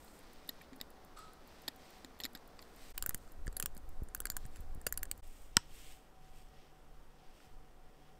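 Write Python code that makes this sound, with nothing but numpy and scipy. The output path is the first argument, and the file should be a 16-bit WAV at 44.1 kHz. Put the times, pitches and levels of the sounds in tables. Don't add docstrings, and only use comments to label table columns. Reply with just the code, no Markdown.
import sys
import numpy as np
from scipy import signal
from scipy.fft import rfft, irfft, next_fast_len
from scipy.io import wavfile

SR = 44100
rng = np.random.default_rng(int(sys.argv[2]) if len(sys.argv) > 2 else 0)


def linear_from_db(decibels):
    return 10 ** (np.asarray(decibels, float) / 20)


def digitize_waveform(pressure):
    field = np.atleast_2d(pressure).T
    bounded = np.clip(field, -1, 1)
    quanta = np.round(bounded * 32767).astype(np.int16)
    wavfile.write(sys.argv[1], SR, quanta)


N = 361179
TIME = np.arange(N) / SR

# centre t/s, half width/s
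DROPOUTS = [(2.933, .012), (5.216, .013)]
# t/s, low level/dB, middle level/dB, top level/dB, rattle/ms
JUMPER_SNAPS = [(2.9782, -46.5, -38.5, -36, 1.16), (3.0243, -47, -36, -36, 0.64),
                (3.0617, -40.5, -38.5, -31, 0.67), (3.0931, -48, -36.5, -30.5, 0.92),
                (3.1452, -46, -38.5, -36, 0.83), (3.5665, -49.5, -41.5, -34.5, 1.8),
                (3.5989, -42.5, -37.5, -31.5, 1.3), (3.6252, -46.5, -37.5, -37.5, 1.5),
                (3.659, -45, -33.5, -34.5, 0.56), (4.1479, -44.5, -41.5, -35, 1.42),
                (4.2026, -47, -40, -37, 1.1), (4.2541, -40.5, -38.5, -35.5, 1.54),
                (4.3008, -48, -36, -35, 0.5), (4.3663, -44.5, -38.5, -35.5, 2.1),
                (4.8654, -34.5, -31.5, -32, 2.36), (4.8699, -43.5, -40, -37, 0.92),
                (4.9246, -44.5, -37, -33, 1.35), (4.9744, -53, -38, -33, 1.4),
                (5.0307, -43, -39.5, -34.5, 1.15), (5.1131, -47.5, -33, -35, 0.79)]


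def coloured(points):
    hz, db = np.transpose(points)
    size = next_fast_len(N)
    f = np.maximum(np.arange(size // 2 + 1) * SR / size, 1)
    gain = linear_from_db(np.interp(np.log(f), np.log(hz), db))
    x = irfft(rfft(rng.standard_normal(size)) * gain, size)[:N]
    return x / x.std()


def narrow(hz, width_hz):
    x = signal.lfilter(*signal.iirpeak(hz, hz / width_hz, SR), rng.standard_normal(N))
    return x / x.std()


def add(out, s, sound):
    i = int(s * SR)
    out[i:i + len(sound)] += sound[:N - i]


def swells(events, rise_db_s, fall_db_s):
    s, hold_s, *db = np.transpose(events)[:, :, None]
    t = TIME[::64]
    rise_db = -rise_db_s * np.maximum(s - t, 0)
    fall_db = -fall_db_s * np.maximum(t - s - hold_s, 0)
    shape_db = rise_db + fall_db
    return [np.interp(TIME, t, np.sqrt(np.sum(linear_from_db(c + shape_db) ** 2, axis=0))) for c in db]


def strikes(events, modes, echo_drive_db, echo_t60_s, scatter_db, chatter_db, detune=0.2):
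    low_hz, high_hz = 2500, 9500
    out, t = np.zeros(N), TIME[:SR // 8]
    hz, width_hz, db = np.transpose(modes)[:, :, None]
    group = (hz[:, 0] > low_hz).astype(int) + (hz[:, 0] > high_hz)
    for s, *group_db, rattle_ms in events:
        level_chance, pitch_chance = rng.standard_normal((2, len(modes), 1))
        fade = (1 - np.exp(-hz * t / 2.9)) * np.exp(-np.pi * width_hz * t)
        rings = fade * np.sin(2 * np.pi * (hz + detune * width_hz * pitch_chance) * t)
        u = t[:SR // 50] / (max(rattle_ms, .1) / 1000)
        impacts = linear_from_db(chatter_db) * rng.standard_normal(len(u)) ** 3 * u * np.exp(-2 * u)
        impacts[np.argmin(np.abs(u - .5))] -= 1
        rings = signal.fftconvolve(rings, impacts[None])[:, :len(t)]
        share = linear_from_db(db + scatter_db * level_chance)[:, 0]
        group_size = np.sqrt(np.bincount(group, share ** 2))
        share = share * linear_from_db(np.array(group_db)[group]) / group_size[group]
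        ring_rms = np.sqrt(np.sum(rings ** 2, axis=1) / (SR / 250))
        sound = share / ring_rms @ rings
        echo = linear_from_db(echo_drive_db) * rng.standard_normal(len(t)) * np.exp(-np.log(1000) * t / echo_t60_s)
        echo = signal.lfilter([1], [1, -.4], echo)
        echo[0] = 1
        add(out, s, signal.fftconvolve(sound, echo)[:len(t)])
    return out


def damped_shoves(events, rise_ms):
    out, t = np.zeros(N), TIME[:SR // 4]
    onset = 1 - np.exp(-(1000 * t / rise_ms) ** 2)
    for s, db, direction, hz, t60_s in events:
        decay = np.exp(-np.log(1000) * t / t60_s)
        add(out, s, linear_from_db(db) * np.sign(direction) * onset * decay * np.cos(2 * np.pi * hz * t))
    return out


def passage_levels():
    # room/dB, handling rumble/dB, dull rub/dB, bright swish/dB, low drone/dB
    steady = [(-61.5, -60, -72.5, -83, -69), (-64, -60, -78, -81.5, -62), (-66.5, -58.5, -77.5, -83, -80)]
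    passage = np.searchsorted([s for s, _ in DROPOUTS], TIME)
    return linear_from_db(np.array(steady)[passage].T)


def room_air(gain):
    # f/Hz, density/dB
    room_spectrum = [(41, -38.5), (75, -24), (115, -19), (160, -10), (291, -8), (356, -10.5), (572, -11),
                     (627, -12.5), (734, -12.5), (1380, -17), (3330, -36.5), (15500, -40)]
    hiss_db = -82
    return gain * coloured(room_spectrum) + linear_from_db(hiss_db) * rng.standard_normal(N)


def fan():
    # f/Hz, width/Hz, level/dB
    tones = [(441, 20, -79), (752.4, 11, -73), (1900, 30, -86)]
    return sum(linear_from_db(db) * narrow(hz, width_hz) for hz, width_hz, db in tones)


def handling_rumble(steady):
    # start t/s, hold/s, level/dB
    shifts = [(.8, 0.46, -68), (2.85, 0.055, -54), (3.0, 0.14, -44), (3.42, 0.076, -43),
              (3.64, 0.052, -43.5), (3.88, 0.11, -43), (4.25, .2, -43.5), (4.6, 0.13, -41.5),
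              (4.92, .2, -44), (5.25, 0.64, -50), (6.33, 0.15, -49), (6.95, 0.11, -51.5), (7.55, 0.11, -51)]
    # f/Hz, density/dB
    rumble_spectrum = [(12, 2.5), (20, 2.5), (40, -12), (70, -15), (120, -32), (300, -62.5)]
    gain = np.hypot(steady, swells(shifts, rise_db_s=81, fall_db_s=83.5)[0])
    return gain * coloured(rumble_spectrum)


def low_drone(gain):
    # f/Hz, width/Hz
    resonance = (56, 30)
    return gain * narrow(*resonance)


def skin_and_cloth(dull, bright):
    # start t/s, hold/s, dull rub level/dB, bright swish level/dB
    strokes = [(0, 0.16, -74, -68.5), (.2, 0.32, -70.5, -77), (.58, 0.053, -70.5, -82),
               (1.5, 0.18, -68, -76), (1.82, .17, -66.5, -72), (2.6, 0.096, -74.5, -76),
               (2.81, 0.092, -64, -65.5), (3.0, 0.29, -76, -74.5), (3.7, 0.055, -87, -85),
               (4.41, 0.026, -70.5, -75), (4.555, 0.017, -70, -71), (5.24, .22, -72, -69),
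               (5.6, 0.026, -67.5, -85), (5.75, 0.17, -63, -63), (6.25, .02, -73.5, -78),
               (6.37, .02, -70, -71), (6.55, .1, -72, -84), (7.2, 0.074, -74.5, -89),
               (7.36, 0.097, -71.5, -76), (8.03, .06, -76, -90)]
    # f/Hz, density/dB
    dull_spectrum = [(1000, -25), (1800, -2.5), (2700, -5), (3600, -4.5), (5000, -5.5), (6300, -10.5),
                     (9000, -40.5)]
    # f/Hz, density/dB
    crown_spectrum = [(900, -30.5), (1600, -6.5), (2100, -3.5), (2800, -1), (3300, -1.5), (4100, -7.5),
                      (5400, -5), (6500, -12), (9000, -38.5)]
    # f/Hz, density/dB
    swish_spectrum = [(4500, -26.5), (6500, -5), (8500, 1), (9600, -10), (12500, -5.5), (15500, -8.5)]
    dull_strokes, bright_strokes = swells(strokes, rise_db_s=152, fall_db_s=149.5)
    grain = linear_from_db(1.2 * np.repeat(rng.standard_normal(N // 128 + 1), 128)[:N])
    skin = np.where(TIME > DROPOUTS[-1][0], coloured(crown_spectrum), coloured(dull_spectrum))
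    rub = np.hypot(dull, dull_strokes) * skin
    swish = np.hypot(bright, bright_strokes) * coloured(swish_spectrum)
    return grain * (rub + swish)


def ticks():
    # first tick t/s, end t/s, top-group level/dB
    spells = [(0.0459, 2.92, -60.5), (3.0328, 5.2, -58), (5.2755, 5.5, -64)]
    # f/Hz, width/Hz, level within group/dB
    modes = [(7450, 520, 0.5), (9980, 1400, -5), (12100, 750, -2.5), (14200, 1200, -2)]
    beat_s, uneven_s = 1 / 7, .001
    rows = []
    for first, end, db in spells:
        for k, s in enumerate(np.arange(first, end, beat_s)):
            rows.append((s + uneven_s * (k % 2), db, db - 11.5, db, 1.6))
    return strikes(rows, modes, echo_drive_db=-27.5, echo_t60_s=0.034, scatter_db=1.7, chatter_db=3.9)


def rotor_touches():
    # t/s, low level/dB, middle level/dB, top level/dB, rattle/ms
    touches = [(0.0785, -59, -64, -76, 1.9), (0.4902, -53, -37, -39, 1.7), (0.4927, -53, -44, -57, 1.7),
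               (0.6105, -56, -63, -77, 6), (0.7298, -59, -61, -78, 6), (0.8011, -57, -56, -75, 1.7),
               (0.8125, -49, -39, -45, 0.61), (1.6785, -43, -35.5, -48, 2), (1.6829, -43.5, -37, -44, 1.5),
               (2.0463, -52.5, -48.5, -62, 1.4), (2.2016, -46, -42.5, -54, 0.71),
               (2.2059, -56, -57, -47, 1.4), (2.2359, -56, -39.5, -52, 0.98),
               (2.2434, -67, -39.5, -48, 1.2), (2.2522, -43.5, -38, -40.5, 0.67),
               (2.2591, -49, -45, -53, 2), (2.35, -50, -46.5, -50, 2.4), (2.212, -55, -52, -65, 5.5),
               (2.356, -54, -57, -65, 4.6), (2.3731, -64, -58, -78, 1.1), (2.5903, -53.5, -52.5, -76, 2.5),
               (2.6238, -63, -55.5, -64, 2.5)]
    # f/Hz, width/Hz, level within group/dB
    modes = [(1400, 1600, 5.5), (1905, 210, 4), (2145, 300, -4), (2750, 880, -11.5), (3840, 300, -7),
             (4135, 880, 10.5), (4870, 380, 1), (6800, 3400, 0.5), (6980, 83, -8), (7400, 570, -1.5),
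             (10900, 1000, -14), (12150, 580, 12.5), (12050, 40, -38), (13250, 360, 6.5), (14900, 700, -5)]
    return strikes(touches, modes, echo_drive_db=-35.5, echo_t60_s=0.03, scatter_db=2.7, chatter_db=11.0)


def holder_knocks():
    # t/s, level/dB, t60/s
    knocks = [(.49, -44, 0.046), (0.722, -47, 0.16), (.81, -42.5, .032), (1.682, -39.5, 0.041),
              (2.046, -42, 0.038), (2.245, -41, 0.061), (2.35, -43, 0.03)]
    holder_hz = 263.7
    return damped_shoves([(s, db, 1, holder_hz, t60_s) for s, db, t60_s in knocks], rise_ms=1.14)


def far_clink():
    # level/dB, f/Hz, width/Hz, t60/s
    resonances = [(-51, 1275, 29, 0.63), (-53, 1230, 120, .1), (-60.5, 4040, 1300, 0.69),
                  (-62.5, 7900, 610, 0.42)]
    start_s, rise_s = 1.163, 0.011
    t = np.maximum(TIME - start_s, 0)
    rise = np.minimum(t / rise_s, 1)
    return sum(linear_from_db(db) * narrow(hz, width_hz) * rise * np.exp(-np.log(1000) * t / t60_s)
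               for db, hz, width_hz, t60_s in resonances)


def rebounds():
    # low level/dB, middle level/dB, top level/dB, scatter/dB
    strength = (-62.5, -59, -67, 4.5)
    *group_db, scatter_db = strength
    delay_s, gap_share = .004, .23
    burst_gap_s = .1
    s = np.array(JUMPER_SNAPS)[:, 0]
    rows = []
    for snap_s, gap, chance in zip(s, np.diff(s), rng.standard_normal(len(s))):
        if .01 < gap < burst_gap_s:
            levels = np.array(group_db) + scatter_db * chance
            rows.append((snap_s + delay_s + gap_share * gap, *levels))
    return rows


def date_ring():
    # t/s, low level/dB, middle level/dB, top level/dB
    contacts = [(3.0382, -53, -57, -70), (3.1068, -50, -55, -71), (4.2678, -64, -51, -58),
                (4.318, -60, -53, -57), (3.276, -64, -67, -81), (3.4684, -47, -52.5, -75),
                (3.4774, -48, -49.5, -64.5), (3.5266, -62, -58, -62), (3.7661, -62, -55.5, -60),
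                (3.7766, -74, -56, -53), (4.086, -66, -57.5, -71), (4.4526, -59, -55, -70),
                (4.5588, -60, -57.5, -58), (4.5682, -64.5, -63, -61), (4.8135, -63, -57, -58),
                (4.8735, -61, -51, -58)]
    # f/Hz, width/Hz, level within group/dB
    modes = [(486, 340, -3), (1646, 386, 5), (1700, 1150, 4.5), (2760, 660, -9.5), (4680, 410, -5),
             (5550, 220, -15), (7100, 32, -17.5), (7510, 270, -4.5), (8400, 1670, 4), (10100, 35, -13),
             (10350, 460, 3), (11100, 9.5, -14), (11110, 370, 15.5), (13500, 2100, 18.5), (13450, 580, 3),
             (15500, 700, 10)]
    light = [(*row, 1.3) for row in list(contacts) + rebounds()]
    return strikes(list(JUMPER_SNAPS) + light, modes,
                   echo_drive_db=-38.5, echo_t60_s=0.045, scatter_db=4.5, chatter_db=2.6)


def finger_shoves():
    # t/s, level/dB, direction (+1 or -1), f/Hz, t60/s
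    shoves = [(3.09, -29.5, 1, 70, 0.017), (3.146, -30, -1, 113, 0.015), (3.464, -37, -1, 25, .11),
              (3.479, -29, 1, 25, 0.11), (3.636, -35, 1, 139, .036), (3.766, -35, -1, 200, 0.013),
              (4.0206, -27.5, 1, 44.6, 0.058), (4.3, -35.5, -1, 99, 0.023), (4.451, -37.5, -1, 123, 0.05),
              (4.598, -35, -1, 70, 0.02), (4.756, -35.5, 1, 25.1, 0.097), (4.775, -37, -1, 50, .056),
              (4.865, -39, 1, 90.5, 0.048), (5.568, -15.5, -1, 197, 0.015), (5.57, -34.5, 1, 90.2, 0.056),
              (7.471, -50.5, 1, 70, 0.066)]
    return damped_shoves(shoves, rise_ms=0.95)


def late_hum():
    # start t/s, f/Hz, waver width/Hz, level/dB, waver level relative to the tone/dB
    hum = (5.5, 146, 4, -72, -6)
    start_s, hz, width_hz, db, waver_db = hum
    tone = np.sin(2 * np.pi * hz * TIME) + linear_from_db(waver_db) * narrow(hz, width_hz)
    return (TIME > start_s) * linear_from_db(db) * tone


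def crown_clicks():
    # t/s, low level/dB, middle level/dB, top level/dB, rattle/ms
    clicks = [(5.5684, -22, -16.5, -32.5, 0.33), (6.485, -75, -69.5, -85, 2),
              (7.4015, -60.5, -74, -86.5, 0.42)]
    # f/Hz, width/Hz, level within group/dB
    modes = [(955, 60, -9), (1090, 90, -11), (1430, 190, 0), (1890, 250, -1), (2300, 280, -5),
             (3100, 500, -4), (4250, 350, -9), (5300, 950, 0), (7950, 600, -3), (8300, 40, -36),
             (11300, 900, -2), (13800, 700, 0), (15200, 500, -9)]
    return strikes(clicks, modes, echo_drive_db=-58, echo_t60_s=0.17, scatter_db=0.23, chatter_db=-10.0,
                   detune=0.042)


def scene():
    room, rumble, dull, bright, drone = passage_levels()
    background = room_air(room) + fan() + late_hum() + low_drone(drone)
    hands = handling_rumble(rumble) + skin_and_cloth(dull, bright)
    bumps = holder_knocks() + finger_shoves()
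    metal = ticks() + rotor_touches() + date_ring() + crown_clicks()
    return (background + hands + bumps + metal + far_clink())[None]


def top_cut(x):
    return signal.sosfilt(signal.butter(12, 16720, fs=SR, output="sos"), x)


def record(dry):
    top_hz = 15600
    dips = np.prod([np.clip(np.abs(TIME - s) / half_s, 0, 1) ** 3 for s, half_s in DROPOUTS], axis=0)
    low_pass = signal.ellip(8, .2, 40, top_hz, fs=SR, output="sos")
    mix = signal.sosfilt(low_pass, dry * dips)
    return top_cut(mix)


dry = scene()
out = record(dry)
digitize_waveform(out)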